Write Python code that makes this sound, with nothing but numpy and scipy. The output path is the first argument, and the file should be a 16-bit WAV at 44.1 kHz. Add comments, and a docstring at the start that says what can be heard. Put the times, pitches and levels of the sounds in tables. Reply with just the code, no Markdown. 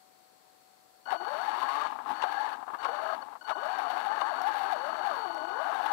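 """Soft outdoor air and a thin electronic hum come first, then a small radio-controlled truck drives off in bursts.
Its chopped motor current sings, its gear teeth whine and rattle in the plastic body, and slack gears knock.
The tyres flick grit, stones tick on the shell and jolts shake the chassis: shaped noise, clicks and ringing tones.
Only the left microphone works, heard from the chassis; the right channel carries a faint hiss."""
import sys
import numpy as np
from scipy import signal
from scipy.fft import rfft, irfft
from scipy.io import wavfile
from scipy.ndimage import uniform_filter1d

SR = 44100
rng = np.random.default_rng(int(sys.argv[2]) if len(sys.argv) > 2 else 0)


def transcribe(u):
    """Save the signal u as a 16-bit wav file named by the first command-line argument.

    u: samples, shape (n,) or (channels, n), limited to [-1, 1]; the rate is SR.
    q: integer samples, one column per channel.
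    """
    v = np.clip(np.atleast_2d(u).T, -1, 1)
    q = np.round(v * 32767).astype(np.int16)
    wavfile.write(sys.argv[1], SR, q)


N = 261323
TIME = np.arange(N) / SR
LEFT_GAIN = 2  # plain factor on the whole left channel; the source levels below are those before it

# Outdoor air, shape of the noise only: pitch_hz, level_db (per Hz)
AIR_COLOUR = [(30, -60), (48, -33.5), (197, -17), (492, -14.5), (747, -12.5), (1400, -19), (2910, -28),
              (4310, -23), (5890, -28.5), (15500, -31.5)]
# Sizzle of the waiting electronics: pitch_hz, wander_hz, level_db
SIZZLE = [(4400, 160, -78), (7770, 330, -81)]
HUM_HZ, HUM_DB, AIR_DB = 750, -69, -67
# Self-noise of the microphone input, shape only: pitch_hz, level_db (per Hz)
HISS_COLOUR = [(80, -46), (200, -14), (450, -7.5), (800, -6), (4000, -6.5), (15000, -7.5)]
HISS_DB, TOP_EDGE_HZ = -66, 15700

# Stones that strike the body: start_s, level_db (of the tick, and of the ping)
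STONES = [(1.107, -52), (1.413, -55), (1.631, -59), (1.701, -63), (1.761, -60), (3.657, -53), (3.787, -54),
          (4.417, -46.5), (5.347, -53)]
PING_HZ, PING_FADE_S = 5430, 0.0025
# Colour of the flying grit: pitch_hz, gain_db
GRIT_COLOUR = [(100, -6), (1000, 21.5), (4000, 15.5), (7000, -4), (10000, 1), (15000, -1)]
# Blows that shake the chassis, a few to each jolt: start_s, level_db, struck_part_hz, crack_db
# (level_db is shared: the ring and the clatter each sit a little below it)
JOLTS = [(1.107, -32, 980, -43), (1.119, -26, 822, -44), (1.152, -33, 697, -59), (2.221, -29, 983, -35.5),
         (2.234, -22.5, 862, -40), (2.831, -32, 1220, -42.5), (2.847, -23, 1088, -37.5),
         (2.886, -28, 798, -52), (3.478, -36.5, 844, -49), (3.494, -27, 856, -39.5),
         (3.506, -27.5, 645, -47), (4.203, -29, 1256, -44), (4.212, -24, 1095, -40.5)]
JOLT_RING_DB, JOLT_CLATTER_DB = -4, -6
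JOLT_RISE_S, JOLT_FADE_S, CRACK_FADE_S = 0.006, 0.008, 0.0079

# Throttle held open: on_s, off_s
THROTTLE = [(1.056, 1.88), (2.142, 2.497), (2.513, 2.545), (2.787, 3.152), (3.219, 3.232), (3.411, 3.429),
            (3.444, 5.99)]
# Motor speed as the rate at which teeth meet; it sags wherever the wheels catch: time_s, tooth_rate_hz
MOTOR_SPEED = [(1.056, 300), (1.084, 833), (1.118, 853), (1.15, 588), (1.164, 312), (1.256, 386),
               (1.316, 578), (1.366, 610), (1.45, 850), (1.494, 840), (1.594, 1019), (1.866, 1231),
               (2.09, 732), (2.124, 820), (2.236, 855), (2.254, 676), (2.294, 801), (2.48, 880),
               (2.77, 571), (2.848, 1207), (2.872, 513), (2.894, 444), (2.933, 588), (3.03, 645),
               (3.156, 645), (3.43, 285), (3.484, 913), (3.555, 285), (3.63, 560), (3.724, 782),
               (3.826, 801), (3.876, 690), (3.907, 740), (3.954, 686), (4.024, 867), (4.093, 797),
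               (4.153, 938), (4.197, 760), (4.29, 907), (4.33, 590), (4.398, 787), (4.433, 710),
               (4.494, 918), (4.536, 787), (4.591, 835), (4.655, 744), (4.71, 877), (4.773, 485),
               (4.931, 660), (4.954, 600), (5.006, 655), (5.04, 803), (5.09, 777), (5.122, 574),
               (5.21, 447), (5.276, 357), (5.4, 305), (5.5, 360), (5.566, 483), (5.607, 601), (5.675, 803),
               (5.697, 652), (5.735, 830), (5.814, 722), (5.873, 918), (5.928, 739)]
# Harmonics of the chopped current: multiple, level_db (before the swells), flutter_depth (plain factor)
CHOP_HARMONICS = [(1, -57.5, 0.42), (2, -66, 0.57), (3, -60.5, 0.4), (4, -85.5, 3.7)]
# They swell and fade with the current: time_s, first_change_db, third_change_db
CHOP_SWELLS = [(1.14, 9, 2), (1.45, -2, 2.5), (2.24, 6, 2), (2.33, -13, 0.5), (2.87, 11, -0.5),
               (2.98, 3, -1), (3.42, 6.5, 3.5), (3.61, 12, -3.5), (3.73, 2, 1), (5.02, 3, 2),
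               (5.21, 6.5, 3.5), (5.62, 14, -1.5), (5.78, 2, -3.5), (5.91, 14, -1)]
CHOP_HZ = 1479.3  # fixed rate at which the controller chops the current
TEETH_PER_COMMUTATION = 8

# The gears grow louder (+) or quieter (-) for a moment, as in a rattle or a near-stop:
# centre_s, change_db, bell_width_s
LEVEL_CHANGES = [(1.186, -11.5, 0.012), (2.106, 15.5, 0.027), (2.65, -17, 0.0071), (3.382, -33, 0.019),
                 (3.458, -10.5, 0.013), (3.544, -14, 0.0071), (5.393, -1.5, 0.0058), (5.465, -10, 0.0042),
                 (5.8, 1, 0.15)]
# Teeth catch at a tight spot and the whine flares: centre_s, lift_db
BITES = [(1.129, 14.5), (1.49, 11.5), (1.565, -1), (1.633, 12), (1.694, 13), (1.758, 10.5), (1.818, 11),
         (2.323, 6.5), (2.406, 6.5), (3.729, 5.5), (3.79, 4), (3.906, 9), (4.003, 5.5), (4.061, 10.5),
         (4.476, 9.5), (4.556, 4), (4.639, 9.5), (4.728, 12.5), (5.074, 9), (5.865, 9), (5.920, 8)]
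BITE_WIDTH_S = 0.0055
BITE_RASP_SHARE, BITE_GRIT_SHARE = 0.1, 0.76  # how much of the lift the gearbox and the tyres follow
# Force on the gears at 800 Hz, its rise with speed, its change when coasting
LOAD_DB, LOAD_DB_PER_OCTAVE, COAST_DB = -35.5, 2.5, -11
TAKE_UP_S, LET_GO_S = 0.053, 0.038  # the force builds and fades behind the throttle

# Slack gears knock while the truck coasts: start_s, level_db (lowered by KNOCK_TRIM_DB)
KNOCKS = [(1.921, -28.5), (1.953, -33), (1.986, -30.5), (2.001, -35), (2.058, -28.5), (2.625, -32.5),
          (2.677, -30), (2.7, -34.5), (2.733, -27.5), (2.744, -32), (3.178, -40), (3.222, -36),
          (3.283, -36), (3.324, -36.5), (3.352, -35)]
KNOCK_TRIM_DB, KNOCK_RISE_S, KNOCK_FADE_S = -5.5, 0.0029, 0.012
# Tones of the gear train: multiple (of the tooth rate), level_db (before the load)
GEAR_TONES = [(1, -1.5), (2, -5), (3, -14)]
WHINE_DB, RATTLE_DB = -6.6, -1
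# Response of the plastic body: pitch_hz, gain_db
BODY = [(50, -35), (110, -27.5), (160, -33.5), (270, -10), (370, -8), (500, -7), (600, -0.5), (700, 3.5),
        (830, 4.5), (1150, 3.5), (1450, -2.5), (1650, 0), (1950, -14), (2600, -19.5), (6000, -43)]
# Extra colour of slack gears knocking: pitch_hz, gain_db
SLACK_COLOUR = [(250, 8), (600, -5.5), (850, 3), (1200, -0.5), (1650, -6), (2400, -4.5)]
# Extra colour of the rattle: pitch_hz, gain_db
RATTLE_COLOUR = [(250, 1), (400, -2.5), (600, -4), (730, -1), (850, 4), (1000, -1), (1300, 2), (1700, -0.5),
                 (2500, -7)]
# Treble response of the gearbox, shape only: pitch_hz, gain_db
GEARBOX = [(900, -8), (1700, 23), (2100, 22.5), (2550, 13), (2900, 22), (3300, 10), (3700, 18), (4100, 9),
           (4450, 10), (4900, 2), (6500, 0.5), (9000, -3.5), (15000, -72)]
# Narrow rings of the motor plate and gear cover: pitch_hz, width_hz, level_db
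PLATE_RINGS = [(830, 55, -3), (1075, 55, -6), (1635, 70, -6)]


def amp(db):
    """Decibels to gain."""
    return 10 ** (np.asarray(db) / 20)


def unit(x):
    """Scales to an rms (average strength) of 1."""
    return x / np.sqrt(np.mean(x ** 2) + 1e-20)


def steady(x, size=4001):
    """Evens out the slow level of a sound to about rms 1."""
    power = uniform_filter1d(uniform_filter1d(x ** 2, size // 2), size // 2)
    return x / np.sqrt(abs(power) + 1e-12)


def curves(rows):
    """Each column of a table, joined by straight lines in time."""
    s, *columns = np.transpose(rows)
    return [np.interp(TIME, s, column) for column in columns]


def colour(x, points):
    """Filters with a table of pitches and gains, without any sound ahead of its cause."""
    hz, db = np.transpose(points)
    size = 4096
    filter_hz = abs(np.fft.fftfreq(size, 1 / SR))
    gain_db = np.interp(np.log(filter_hz + 1), np.log(hz), db)
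    # The Hilbert transform gives the phase that puts the energy as early as possible
    spectrum = np.exp(np.conj(signal.hilbert(np.log(amp(gain_db)))))
    ring = np.fft.ifft(spectrum).real
    return signal.oaconvolve(x, ring[:size // 2])[:N]


def wander(rate_hz):
    """Smooth random motion of rms 1, up to about the given rate."""
    size = 2 ** 18
    hz = np.fft.rfftfreq(size, 1 / SR)
    slow = rfft(rng.standard_normal(size)) * np.exp(-(hz / rate_hz) ** 2)
    return unit(irfft(slow)[:N])


def clicks(per_s, spread_db):
    """Random clicks of uneven size and either sign."""
    size = amp(spread_db * np.minimum(rng.exponential(1, N), 4))
    return size * rng.choice([-1, 1], N) * (rng.random(N) < per_s / SR)


def swell(s, width_s):
    """A bell-shaped rise and fall around a moment."""
    return np.exp(-.5 * ((TIME - s) / width_s) ** 2)


def since(s):
    """Time gone by since a moment, zero before it."""
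    return np.maximum(TIME - s, 0)


def strike(s, rise_s, fade_s):
    """A quick rise at a moment, then a free decay."""
    return np.minimum(since(s) / rise_s, 1) * np.exp(-since(s + rise_s) / fade_s)


def lag(x, rise_s, fall_s):
    """Follows x with inertia, at one pace up and another down."""
    hop = 44  # samples between steps, about 1 ms
    up, down = 1 - np.exp(-hop / SR / np.array([rise_s, fall_s]))
    out = [0.]
    for goal in x[hop::hop].tolist():
        pace = up if goal > out[-1] else down
        out.append(out[-1] + (goal - out[-1]) * pace)
    return np.interp(TIME, TIME[::hop], out)


def plate(x):
    """Adds the narrow rings of the motor plate and gear cover."""
    out = x
    for hz, width_hz, db in PLATE_RINGS:
        out = out + amp(db) * signal.lfilter(*signal.iirpeak(hz, hz / width_hz, fs=SR), x)
    return out


def background():
    """Soft outdoor air is shaped noise; the truck's electronics add an unsteady hum and sizzle."""
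    out = amp(AIR_DB) * unit(colour(rng.standard_normal(N), AIR_COLOUR))
    hum = np.cos(2 * np.pi * HUM_HZ * TIME + .15 * wander(10))
    out += amp(HUM_DB) * unit((1 + .07 * wander(15)) * hum)
    for hz, wander_hz, db in SIZZLE:
        tone = np.cos(2 * np.pi * hz * TIME + wander(wander_hz))
        out += amp(db) * unit(wander(wander_hz) * tone)
    return out


def stones():
    """Stones tick on the shell, each with a short ping of its own pitch."""
    out = np.zeros(N)
    tick = rng.standard_normal(N)
    for (s, db), detune in zip(STONES, rng.uniform(-1.6, 1, len(STONES))):
        ping = np.sin(2 * np.pi * PING_HZ * (1 + 0.069 * detune) * since(s))
        fade = (TIME > s) * np.exp(-since(s) / PING_FADE_S)
        out += amp(db) * fade * (tick + ping)
    return out


def grit(tooth_hz, pull_db):
    """Tyres throw more grit with speed, and throw it harder the harder they pull."""
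    grains_per_s = 900 * np.minimum(tooth_hz / 800, 1) * (TIME > 1.1)
    spray = clicks(grains_per_s, 1.25) * amp(pull_db + 2 * wander(12))
    return colour(amp(-66.5) * unit(spray), GRIT_COLOUR)


def chassis():
    """Each blow cracks, sets the struck part ringing and makes loose parts clatter."""
    clatter = signal.lfilter(*signal.butter(1, 300, "high", fs=SR), clicks(5100, 1.0))
    body = steady(colour(clatter, BODY), size=301)
    crack = unit(colour(clatter, GEARBOX))
    out = np.zeros(N)
    for s, db, hz, crack_db in JOLTS:
        part = np.sqrt(2) * np.sin(2 * np.pi * hz * since(s))
        shaken = amp(JOLT_RING_DB) * part + amp(JOLT_CLATTER_DB) * body
        out += amp(db) * strike(s, JOLT_RISE_S, JOLT_FADE_S) * shaken
        out += amp(crack_db) * (TIME > s) * np.exp(-since(s) / CRACK_FADE_S) * crack
    return out


def throttle():
    """1 while the motor is powered, 0 while it coasts, with short ramps between."""
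    is_open = sum(1. * ((TIME > on) & (TIME < off)) for on, off in THROTTLE)
    return uniform_filter1d(is_open, size=130)


def controller(teeth, power):
    """Chopped current makes the windings sing; every commutation dents the tone."""
    step = 2 * np.pi * teeth / TEETH_PER_COMMUTATION + 0.3 * wander(7.8)
    first_db, third_db = curves(CHOP_SWELLS)
    # The second harmonic follows the first in part; the fourth does not swell
    swells_db = (first_db, 0.29 * first_db + 0.5, third_db, 0)
    out = np.zeros(N)
    for (multiple, db, depth), swell_db in zip(CHOP_HARMONICS, swells_db):
        flutter = 1 + depth * np.cos(step + multiple) + 0.23 * wander(93)
        tone = np.sqrt(2) * np.sin(2 * np.pi * multiple * CHOP_HZ * TIME)
        out += amp(db + swell_db) * flutter * tone
    return out * power


def load(tooth_hz, power):
    """Strength of the gear sound in dB, from speed, throttle and brief level changes."""
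    changes_db = sum(db * swell(s, width_s) for s, db, width_s in LEVEL_CHANGES)
    octaves = np.log2(np.maximum(tooth_hz, 200) / 800)
    coast_db = COAST_DB * (1 - lag(power, TAKE_UP_S, LET_GO_S))
    return LOAD_DB + LOAD_DB_PER_OCTAVE * octaves + coast_db + changes_db


def slack_knocks():
    """Single light knocks of the unloaded gears ring the motor plate and die away."""
    shake = sum(amp(db + KNOCK_TRIM_DB) * strike(s, KNOCK_RISE_S, KNOCK_FADE_S) for s, db in KNOCKS)
    noise = colour(rng.standard_normal(N), SLACK_COLOUR)
    light = signal.lfilter(*signal.butter(2, 520, "high", fs=SR), noise)
    return shake * steady(plate(colour(light, BODY)), size=301)


def tooth_knocks(teeth):
    """Each tooth lands a little early or late, with its own force."""
    landed = np.diff(np.floor(teeth + .12 * wander(300)), prepend=0) > 0
    return unit(landed * np.tanh(1.5 * rng.standard_normal(N)))


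def uneven_teeth(teeth):
    """Slightly unequal teeth repeat their pattern: a comb of side tones that glides with the speed."""
    coarse = TIME[::500]  # the strengths drift slowly, so they are drawn on a coarse grid
    out = np.zeros(N)
    for order in np.arange(2, 33) / TEETH_PER_COMMUTATION:
        a, b = uniform_filter1d(rng.standard_normal((2, len(coarse))), size=5, axis=1)
        angle = 2 * np.pi * order * teeth
        tone = np.interp(TIME, coarse, a) * np.cos(angle) + np.interp(TIME, coarse, b) * np.sin(angle)
        out += tone / (1 + (order / 5.5) ** 2)
    return unit(out)


def whine(teeth, speed, bite_db):
    """Meshing gears sing in bursts as the teeth bounce; each bite seats them and swells the main tone."""
    loose = amp(-bite_db)
    out = np.zeros(N)
    for order, db in GEAR_TONES:
        bounce = loose * order * ((.3 + .27 * speed ** 4) * wander(70) + .35 * wander(22))
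        flutter = 1 + loose * (.55 * wander(55) + .25 * wander(14))
        lift_db = bite_db if order == 1 else 0
        force = amp(db + lift_db) * flutter / np.maximum(speed, 1) ** order
        out += force * np.sqrt(2) * np.cos(2 * np.pi * order * teeth + bounce)
    return colour(out, BODY)


def gears(teeth, tooth_hz, power, load_db, bite_db):
    """Meshing teeth whine under power and chatter in their backlash; body and gearbox ring with both."""
    speed = tooth_hz / 800
    drive = np.clip(uniform_filter1d(power, size=1500), 0, 1)
    # The backlash (play between teeth) chatters as each tooth lands
    commutation_angle = 2 * np.pi * teeth / TEETH_PER_COMMUTATION
    contact = np.exp(0.4 * np.cos(2 * np.pi * teeth) + 0.026 * np.cos(commutation_angle))
    chatter = unit(contact * clicks(8000, 2.4))
    # The force pulses with each commutation
    pulse = 1 + .5 * np.cos(commutation_angle + 0.7 * wander(10.6))
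    landing = tooth_knocks(teeth) + .35 * chatter
    rattle = drive * (.7 * pulse * landing + .33 * uneven_teeth(teeth))
    # Coasting knocks the slack gears together, with a hollower ring
    knocks = (1 - drive) * colour(clicks(2500, 2.4) * 2, SLACK_COLOUR)
    lumps_db = (1.3 + 1.5 * np.clip(1 - speed, 0, 1)) * wander(45)
    shaking = colour(rattle + knocks, RATTLE_COLOUR) * amp(lumps_db)
    body = amp(RATTLE_DB) * steady(plate(colour(shaking, BODY)), size=5001)
    # The gearbox rasps more at speed and under power
    rasp_db = -26.3 + 2.8 * speed ** 2 + 6 * drive + BITE_RASP_SHARE * bite_db
    box = steady(colour(chatter * pulse, GEARBOX)) * amp(rasp_db + 1.5 * wander(47))
    singing = amp(WHINE_DB) * (0.21 + 0.9 * drive) * whine(teeth, speed, bite_db)
    running = np.clip((TIME - 1.055) / .004, 0, 1)  # silent until the truck starts
    return running * amp(load_db) * (body + singing + box)


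def scene():
    """One motor speed drives the gears, the controller's flutter and the tyres."""
    power = throttle()
    tooth_hz = curves(MOTOR_SPEED)[0] * (1 + .021 * wander(32))
    teeth = np.cumsum(tooth_hz) / SR  # teeth passed so far
    load_db = load(tooth_hz, power)
    bite_db = sum(db * swell(s, BITE_WIDTH_S) for s, db in BITES)
    ground = stones() + grit(tooth_hz, load_db + BITE_GRIT_SHARE * bite_db) + chassis()
    drivetrain = controller(teeth, power) + slack_knocks() + gears(teeth, tooth_hz, power, load_db, bite_db)
    left = LEFT_GAIN * (background() + ground + drivetrain)
    return np.array([left, np.zeros(N)])


def record(dry):
    """The dead right input only hisses; then both channels lose the highest treble."""
    hiss = amp(HISS_DB) * unit(colour(rng.standard_normal(N), HISS_COLOUR))
    both = dry + np.array([np.zeros(N), hiss])
    low_pass = signal.firwin(511, TOP_EDGE_HZ, window=("kaiser", 9), fs=SR)
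    return signal.oaconvolve(both, low_pass[None], "same")


dry = scene()
out = record(dry)
transcribe(out)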